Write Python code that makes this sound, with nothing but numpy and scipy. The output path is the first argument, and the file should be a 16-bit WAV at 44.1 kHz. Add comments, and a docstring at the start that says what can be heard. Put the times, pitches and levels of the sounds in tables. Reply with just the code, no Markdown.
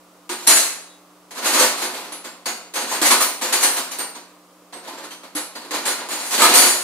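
"""A garage, a few metres from a tool chest: steel hand tools are pushed about and dropped in its drawer.
Each knock is a burst of bounces that cracks, scatters, pings and shakes the sheet-metal drawer.
Loose tools and drawer panels ring on as dying sine partials, and a noise tail gives the room.
A thin squeak comes early on; a faint electric hum and coloured fan noise lie below."""
import sys
import numpy as np
from scipy import signal
from scipy.fft import rfft, irfft
from scipy.io import wavfile
from scipy.ndimage import uniform_filter1d, minimum_filter1d

SR = 44100
rng = np.random.default_rng(int(sys.argv[2]) if len(sys.argv) > 2 else 0)


def transcribe(u):
    """Save the signal u as a 16-bit wav file named by the first command-line argument.

    u: samples, shape (n,) or (channels, n), limited to [-1, 1]; the rate is SR.
    q: integer samples, one column per channel.
    """
    v = np.clip(np.atleast_2d(u).T, -1, 1)
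    q = np.round(v * 32767).astype(np.int16)
    wavfile.write(sys.argv[1], SR, q)


N = 301312


def from_db(db):
    """Decibels to amplitude gain."""
    return 10 ** (np.asarray(db) / 20)


def unit_energy(x):
    """Scale so that the squares sum to one over time, averaged over the channels."""
    return x / np.sqrt(np.mean(np.sum(x ** 2, axis=-1)) + 1e-20)


def at_hz(points, hz):
    """Read a table on a log-frequency axis."""
    f, value = np.transpose(points)
    return np.interp(np.log(np.maximum(hz, 1)), np.log(f), value)


def dying(t, t60):
    """Amplitude of a free decay that falls 60 dB in t60 seconds."""
    return np.exp(-np.log(1000) * t / t60)


def band_filter(low_hz, high_hz):
    """Causal band-pass, as filter sections."""
    return signal.butter(3, [low_hz, high_hz], "band", fs=SR, output="sos")


def resonate(x, hz, width_hz):
    """Two-pole resonance with gain one on top."""
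    r = np.exp(-np.pi * width_hz / SR)
    feed = np.array([1, 0, -1]) * (1 - r * r) / 2
    back = [1, -2 * r * np.cos(2 * np.pi * hz / SR), r * r]
    return signal.lfilter(feed, back, x)


def coloured(x, points):
    """Apply a smooth tone curve of (pitch_hz, level_db) points."""
    size = x.shape[-1]
    hz = np.fft.rfftfreq(size, 1 / SR)
    return irfft(rfft(x) * from_db(at_hz(points, hz)), size)


# likeness of diffuse sound at the two microphones: pitch_hz [Hz], correlation [-1 to 1]
LIKENESS = [(50, .5), (150, 0.91), (500, 0.93), (1000, 0.98), (2000, .35), (4000, 0.25), (8000, 0.25),
            (14000, -0.26)]
# left-right balance of diffuse sound: pitch_hz [Hz], left_minus_right_db [dB]
BALANCE_DB = [(60, 4), (150, -2.5), (1000, -1.84), (4000, -1), (8000, 1), (13000, 3)]


def diffuse_noise(size):
    """Noise from all sides at two close microphones: alike in the bass, unrelated in the treble."""
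    hz = np.fft.rfftfreq(size, 1 / SR)
    sides = np.array([[1], [-1]])   # left, right
    alike = np.clip(at_hz(LIKENESS, hz), -.99, .99)
    mid, side = rfft(rng.standard_normal((2, size)))
    both = np.sqrt(1 + alike) * mid + sides * np.sqrt(1 - alike) * side
    balance = from_db(sides * at_hz(BALANCE_DB, hz) / 2)
    return irfft(both * balance, size)


# electric hum partials: pitch_hz [Hz], level_db [dB, before hum_db]
HUM = [(180, -60.5), (300, -58), (540, -73)]
# tone curve of the fan's rush: pitch_hz [Hz], level_db [dB per Hz, relative]
FAN = [(25, -31), (55, -17), (75, -23), (130, -18.5), (200, -13), (290, -1), (400, -5), (550, -0.5),
       (800, -6), (1220, -3), (1600, -13), (3000, -15.5), (10000, -18), (15500, -21.5)]


def background(hum_db=2, fan_db=-51.5):
    """Mains hum is a few steady sines; the soft rush of a fan is coloured diffuse noise (fan_db RMS)."""
    t = np.arange(N) / SR
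    hum = sum(from_db(db + hum_db) * np.sin(2 * np.pi * (hz * t + rng.random())) for hz, db in HUM)
    rush = np.sqrt(N) * unit_energy(coloured(diffuse_noise(N), FAN))   # RMS of one
    return hum + from_db(fan_db) * rush


def bounces(t, rattle_s, per_s=230, uneven_db=5.5):
    """Force of a first contact, then of random uneven bounces that die away."""
    touches = rng.random(len(t)) < per_s / SR
    force = touches * from_db(uneven_db * np.clip(rng.standard_normal(len(t)), -2, 1.5))
    force[0] = 1
    return force * np.exp(-t / (2 * max(rattle_s, 1 / SR)))


def crash(t, force, crack_t60=0.0059, crack_db=-11, scatter_t60=0.22, build_s=0.0043):
    """Every contact cracks, then scatters among countless modes of the pile and the cabinets around it."""
    swell = 1 - np.exp(-t / build_s)
    crack = from_db(crack_db) * unit_energy(dying(t, crack_t60) * swell)
    scatter = unit_energy(dying(t, scatter_t60) * swell)
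    power = signal.fftconvolve(force ** 2, crack ** 2 + scatter ** 2)[:len(t)]
    return unit_energy(diffuse_noise(len(t)) * np.sqrt(np.maximum(power, 0)))


def pings(t, force, t60=0.112, build_s=0.0055, count=30):
    """Whichever tools touch add a fresh handful of high, quickly damped bar modes."""
    hz = rng.uniform(5800, 15000, (count, 1))
    mix = rng.standard_normal((2, count))   # strength of each mode at each microphone
    envelope = dying(t, t60) * (1 - np.exp(-t / build_s))
    modes = mix @ np.sin(2 * np.pi * hz * t) * envelope
    return unit_energy(signal.fftconvolve(force[None], modes, axes=1)[:, :len(t)])


# knocks that stand out: start_s [s], strength_db [dB], brightness_db [dB, tilt from boom to chink],
# rattle_s [s, time in which the bounces' power falls to 1/e]
KNOCKS = [(0.292, -28.5, 8.5, .011), (0.38, -38.5, 16, .045), (0.468, -19.5, 18.5, 0.0046),
          (0.474, -15.5, 22, 0.01), (0.558, -22.5, 25.5, 0.023), (1.308, -34.5, 9.5, 0.036),
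          (1.37, -32, 4, 0.013), (1.425, -19, 8.5, 0.14), (1.455, -24.5, 22, 0.048),
          (1.534, -16.5, 11, 0.026), (1.595, -20, 19, 0.01), (1.62, -21.5, 14, .006),
          (1.775, -27.5, 9.5, 0.034), (1.82, -27.5, 12.5, 0.0084), (1.93, -31.5, 6.5, 0.053),
          (2.12, -37, 11.5, .004), (2.24, -35.5, 5.5, 0.012), (2.457, -27, 11.5, 0.0089),
          (2.737, -28.5, 11.5, 0.017), (2.754, -26, 8.5, 0.02), (2.876, -31, 16, .03),
          (2.915, -26, 11, 0.014), (3.015, -19, 15, 0.018), (3.051, -20, 20.5, 0.024),
          (3.104, -16, 13, 0.0043), (3.203, -22.5, 20, .012), (3.411, -23, 10.5, 0.051),
          (3.523, -21, 17, 0.014), (3.608, -24.5, 20, .015), (3.63, -21.5, 17.5, 0.013),
          (3.764, -26.5, 12.5, 0.0074), (3.911, -34.5, 18, 0.011), (3.985, -30, 9, 0.0068),
          (4.148, -39.5, 5, .004), (4.725, -38, -0.5, 0.012), (4.873, -38, 1, .003), (4.973, -39, 0, .011),
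          (5.028, -38.5, 4, 0.0081), (5.106, -40.5, 9, 0.0046), (5.232, -42.5, -2, 0.0069),
          (5.35, -28.5, 12, 0.0088), (5.552, -36, 3, 0.0026), (5.708, -23.5, 4, 0.022),
          (5.853, -22.5, 12.5, 0.016), (5.98, -32.5, -2, 0.023), (6.087, -26.5, 12.5, 0.033),
          (6.19, -32, 13.5, .05), (6.25, -36, 28, 0.033), (6.308, -21, 16, 0.039), (6.379, -17.5, 8, 0.011),
          (6.417, -11.5, 13.5, .007), (6.48, -16.5, 8, .037), (6.538, -15, 24.5, 0.023),
          (6.59, -19, 13, .029), (6.65, -22.5, 22.5, 0.029)]
# ranges of boom, clank, clack and chink: low_hz [Hz], high_hz [Hz]
RANGES = [(200, 600), (600, 1500), (1500, 5000), (5000, 15500)]
# how strength is shared out, boom to chink: offset_db [dB], share [dB per dB of brightness]
WEIGHTS = [(-.5, -0.39), (0, -0.14), (0.54, 0.13), (0.07, 0.48)]
# resonances of the loaded drawer: pitch_hz [Hz], width_hz [Hz], level_db [dB, against the direct clatter]
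DRAWER = [(256, 23, -1.5), (293.3, 21.6, 2), (351, 38, -7), (515, 160, -13.5), (977, 150, -12),
          (1120, 96, -9), (4103, 52, 0), (4560, 37, -9), (8750, 450, -6.5)]
# tone of the clatter at the microphones: pitch_hz [Hz], level_db [dB]
TONE = [(100, -21), (170, -11.5), (240, -3.5), (520, .5), (680, 0.5), (950, 3), (1250, 1), (1450, 0),
        (1900, 2.5), (2900, 0), (4500, 1.5), (5200, -1.5), (7000, 1), (10500, -3), (12500, -5.5),
        (15500, -13.5)]


def clatter(blow_s=0.02, ping_db=-5):
    """Bounces drive tools and drawer; steel on steel is bright, a blow on the drawer floor is dull."""
    t = np.arange(SR // 4) / SR
    filters = [band_filter(low, high) for low, high in RANGES]
    out = np.zeros((2, N + SR))
    for start_s, strength_db, bright_db, rattle_s in KNOCKS + jostles():
        force = bounces(t, rattle_s)
        tools = crash(t, force) + from_db(ping_db) * pings(t, force)
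        drawer = sum(from_db(db) * resonate(tools, hz, width) for hz, width, db in DRAWER)
        shaken = tools + drawer
        at = int(start_s * SR)
        for sos, (offset_db, share) in zip(filters, WEIGHTS):
            # each range gets the energy of a steady sound blow_s long
            gain = from_db(strength_db + offset_db + share * bright_db) * np.sqrt(blow_s * SR)
            out[:, at:at + len(t)] += gain * unit_energy(signal.sosfilt(sos, shaken))
    return coloured(out[:, :N], TONE)


# reverberation of the garage: pitch_hz [Hz], t60_s [s]
GARAGE_T60 = [(200, 0.51), (500, 0.75), (1000, 0.64), (3000, 0.59), (6000, 0.52), (14000, 0.34)]


def garage(x, tail_db=-4, build_s=0.004, late_samples=3):
    """The room adds a tail of dying noise bands; sound reaches the right microphone slightly late."""
    t = np.arange(SR) / SR
    noise = diffuse_noise(SR)
    edges = np.geomspace(100, 18000, 9)
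    tail = 0
    for low, high in zip(edges, edges[1:]):
        fade = dying(t, at_hz(GARAGE_T60, np.sqrt(low * high)))
        tail = tail + signal.sosfilt(band_filter(low, high), noise) * fade
    tail = unit_energy(tail * (1 - np.exp(-t / build_s)))
    reverb = signal.fftconvolve(x[:1], tail, axes=1)[:, :N]
    left, right = x + from_db(tail_db) * reverb
    return np.array([left, np.pad(right, (late_samples, 0))[:N]])


# Partials of tools and drawer panels that ring out freely.
# Columns of each: pitch_hz [Hz], level_db [dB, before the ring's gain_db]
# a dropped wrench
DROPPED_WRENCH = [(4151, -33), (5868, -36), (7014, -40), (8140, -30), (8247, -38), (8834, -36), (8963, -32),
                  (9367, -38), (9997, -40), (10255, -32), (10670, -31), (10783, -33), (12247, -42),
                  (12769, -40)]
# a small bit
SMALL_BIT = [(10061, -46), (10471, -44.5), (11122, -53)]
# a tapped shank
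TAPPED_SHANK = [(4522, -39.5), (8818, -46), (9345, -64), (11843, -51)]
# a tossed wrench
TOSSED_WRENCH = [(2083, -35), (8608, -45), (9378, -36), (9927, -32), (10115, -43), (10788, -39),
                 (14277, -41)]
# a slim wrench
SLIM_WRENCH = [(6148, -44), (9502, -34), (9609, -38), (10788, -40), (11326, -48.5), (14277, -36)]
# a rolling socket
ROLLING_SOCKET = [(5819, -32), (7025, -48), (8603, -40), (10481, -19.5), (12037, -25), (13625, -54)]
# a small socket
SMALL_SOCKET = [(4247, -54), (7278, -59), (8786, -42), (8899, -46), (10874, -56), (12059, -52),
                (12107, -48)]
# a nudged bit
NUDGED_BIT = [(8355, -47.5)]
# a short wrench
SHORT_WRENCH = [(7784, -46), (9765, -41), (11176, -44), (11283, -47), (11682, -57)]
# a lifted shank
LIFTED_SHANK = [(4500, -52.5), (4667, -63)]
# a shifted socket
SHIFTED_SOCKET = [(4102, -39.5), (6772, -46), (9895, -37), (9927, -45)]
# a heavy tool
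HEAVY_TOOL = [(893.6, -18), (1647, -28), (1712, -26), (2347, -23), (2412, -40), (3338, -40), (4011, -23.5),
              (4091, -19.5), (4522, -45)]
# the last wrench
LAST_WRENCH = [(4667, -35), (6525, -37), (6853, -32), (7730, -34), (9141, -33), (9577, -27), (10734, -36),
               (11095, -39), (12204, -33)]
# the drawer's floor
DRAWER_FLOOR = [(355.3, -37), (425.3, -55)]
# the drawer's wall
DRAWER_WALL = [(403.7, -33), (511.4, -27.5), (592.2, -29)]
# the drawer's side
DRAWER_SIDE = [(805, -44.5), (898, -40), (1025, -41.5)]
# the drawer's rail
DRAWER_RAIL = [(985, -38.5), (1098, -39), (1222, -34), (1303, -34.5)]
# the drawer's front
DRAWER_FRONT = [(301.5, -41), (344.5, -48)]
# a long bar
LONG_BAR = [(1308, -34), (1421, -37), (1696, -39), (1776, -37), (2083, -35), (2283, -40)]
# a bumped socket
BUMPED_SOCKET = [(4506, -25.5), (6385, -41), (8624, -39), (10422, -40), (12990, -34)]
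# light pliers
LIGHT_PLIERS = [(2681, -62), (3133, -56.5), (4511, -62)]
# a long wrench
LONG_WRENCH = [(4522, -42), (4560, -46), (4667, -44)]
# when each one rings: start_s [s], partials [table above], gain_db [dB], t60_s [s]
RINGS = [(0.293, DRAWER_FLOOR, 9.5, 0.41), (0.472, DROPPED_WRENCH, 18, 0.54),
         (1.605, DRAWER_WALL, 7.5, 0.4), (2.123, SMALL_BIT, 11, .42), (2.245, LONG_WRENCH, -6, .5),
         (2.456, TAPPED_SHANK, 8.5, 0.52), (2.458, LONG_WRENCH, 8, 0.51), (2.915, DRAWER_SIDE, 14, 0.27),
         (3.016, DRAWER_FRONT, 17.5, 0.29), (3.05, TOSSED_WRENCH, 12, 0.72), (3.103, LONG_BAR, 14.5, 0.33),
         (3.105, DRAWER_RAIL, 16, 0.32), (3.205, DRAWER_RAIL, 13, 0.26), (3.206, SLIM_WRENCH, 15, 0.43),
         (3.526, BUMPED_SOCKET, 4, 0.43), (3.627, ROLLING_SOCKET, 4, 0.73), (3.986, SMALL_SOCKET, 17, 0.44),
         (3.99, LONG_WRENCH, 4, .5), (4.736, NUDGED_BIT, 11, 0.47), (4.874, DRAWER_SIDE, 3.5, 0.46),
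         (5.108, LIGHT_PLIERS, 13, 0.56), (5.352, DRAWER_FRONT, 11, 0.24), (5.353, SHORT_WRENCH, 14, 0.44),
         (5.553, LIFTED_SHANK, 18, 0.32), (5.87, SHIFTED_SOCKET, 13.5, 0.46), (6.418, HEAVY_TOOL, 7, 0.26),
         (6.42, DRAWER_RAIL, 23.5, 0.25), (6.577, LAST_WRENCH, 13.5, 0.8), (6.592, LONG_WRENCH, 19, 0.64)]


def free_rings(swell_s=0.0012, waver=0.53, knots_per_s=35):
    """Tools and panels ring on; reflections make partials waver, high ones differently at each microphone."""
    t = np.arange(SR * 3 // 4) / SR
    out = np.zeros((2, N + SR))
    knots = np.arange(64)
    for start_s, partials, gain_db, t60 in RINGS:
        at = int(start_s * SR)
        fade = dying(t, t60) * (1 - np.exp(-t / swell_s))
        for hz, db in partials:
            tone = from_db(db + gain_db) * fade * np.exp(2j * np.pi * hz * t)
            path = None
            for channel in out:
                if path is None or at_hz(LIKENESS, hz) < .5:   # long waves reach both microphones alike
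                    echoes = rng.standard_normal(len(knots)) + 1j * rng.standard_normal(len(knots))
                    direct = np.exp(2j * np.pi * rng.random())
                    path = (direct + waver * echoes) / np.sqrt(1 + waver ** 2)
                channel[at:at + len(t)] += np.real(tone * np.interp(t * knots_per_s, knots, path))
    return out[:, :N]


# a faint thin squeak: start_s [s], end_s [s], pitch_hz [Hz], level_db [dB, peak]
SQUEAK = [(0.85, 1.006, 3830, -53), (0.86, 1.006, 3450, -59)]


def squeak(waver_hz=8):
    """Thin, slightly unsteady tones that swell and fade."""
    out = np.zeros(N)
    for start_s, end_s, hz, db in SQUEAK:
        size, at = int((end_s - start_s) * SR), int(start_s * SR)
        drift = np.interp(np.linspace(0, 9, size), np.arange(10), rng.standard_normal(10))
        pitch = hz + waver_hz * drift
        tone = np.sin(2 * np.pi * np.cumsum(pitch) / SR)
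        out[at:at + size] += from_db(db) * np.sqrt(np.hanning(size)) * tone
    return out


# the hand moves through the pile and jostles it: start_s [s], end_s [s], touch_db [dB, mean strength]
RUMMAGING = [(1.8, 2.08, -43.5), (2.781, 3.18, -38), (3.44, 3.84, -40), (4.83, 4.95, -41.5),
             (5.604, 5.7, -43)]


def jostles(gap_s=.055, rattle_s=0.016, spread_db=0.5, even_db=-41.5, brighter_per_db=0.3):
    """Light touches at uneven intervals while the hand moves, as rows like the knocks; firmer is brighter."""
    rows = []
    for start_s, end_s, touch_db in RUMMAGING:
        s = start_s
        for gap, spread in rng.uniform(-1, 1, (16, 2)):
            if s < end_s:
                strength_db = touch_db + spread_db * spread
                bright_db = brighter_per_db * (strength_db - even_db)   # no tilt at even_db
                rows.append((s, strength_db, bright_db, rattle_s))
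            s += gap_s * (1 + gap / 2)
    return rows


def scene():
    """The clatter in the garage, free rings and squeak over the steady background."""
    return background() + squeak() + free_rings() + garage(clatter())


def record(dry, limit_db=2.2, hold_samples=260, cutoff_hz=15650):
    """A fast limiter holds the crashes, what is left above full scale clips; the top is cut."""
    gain = np.minimum(1, from_db(limit_db) / (np.abs(dry).max(axis=0) + 1e-9))
    held = dry * uniform_filter1d(minimum_filter1d(gain, hold_samples), hold_samples)
    clipped = np.clip(held, -1, 1)
    top_cut = signal.ellip(10, .2, 70, cutoff_hz, fs=SR, output="sos")
    return signal.sosfilt(top_cut, clipped)


dry = scene()
out = record(dry)
transcribe(out)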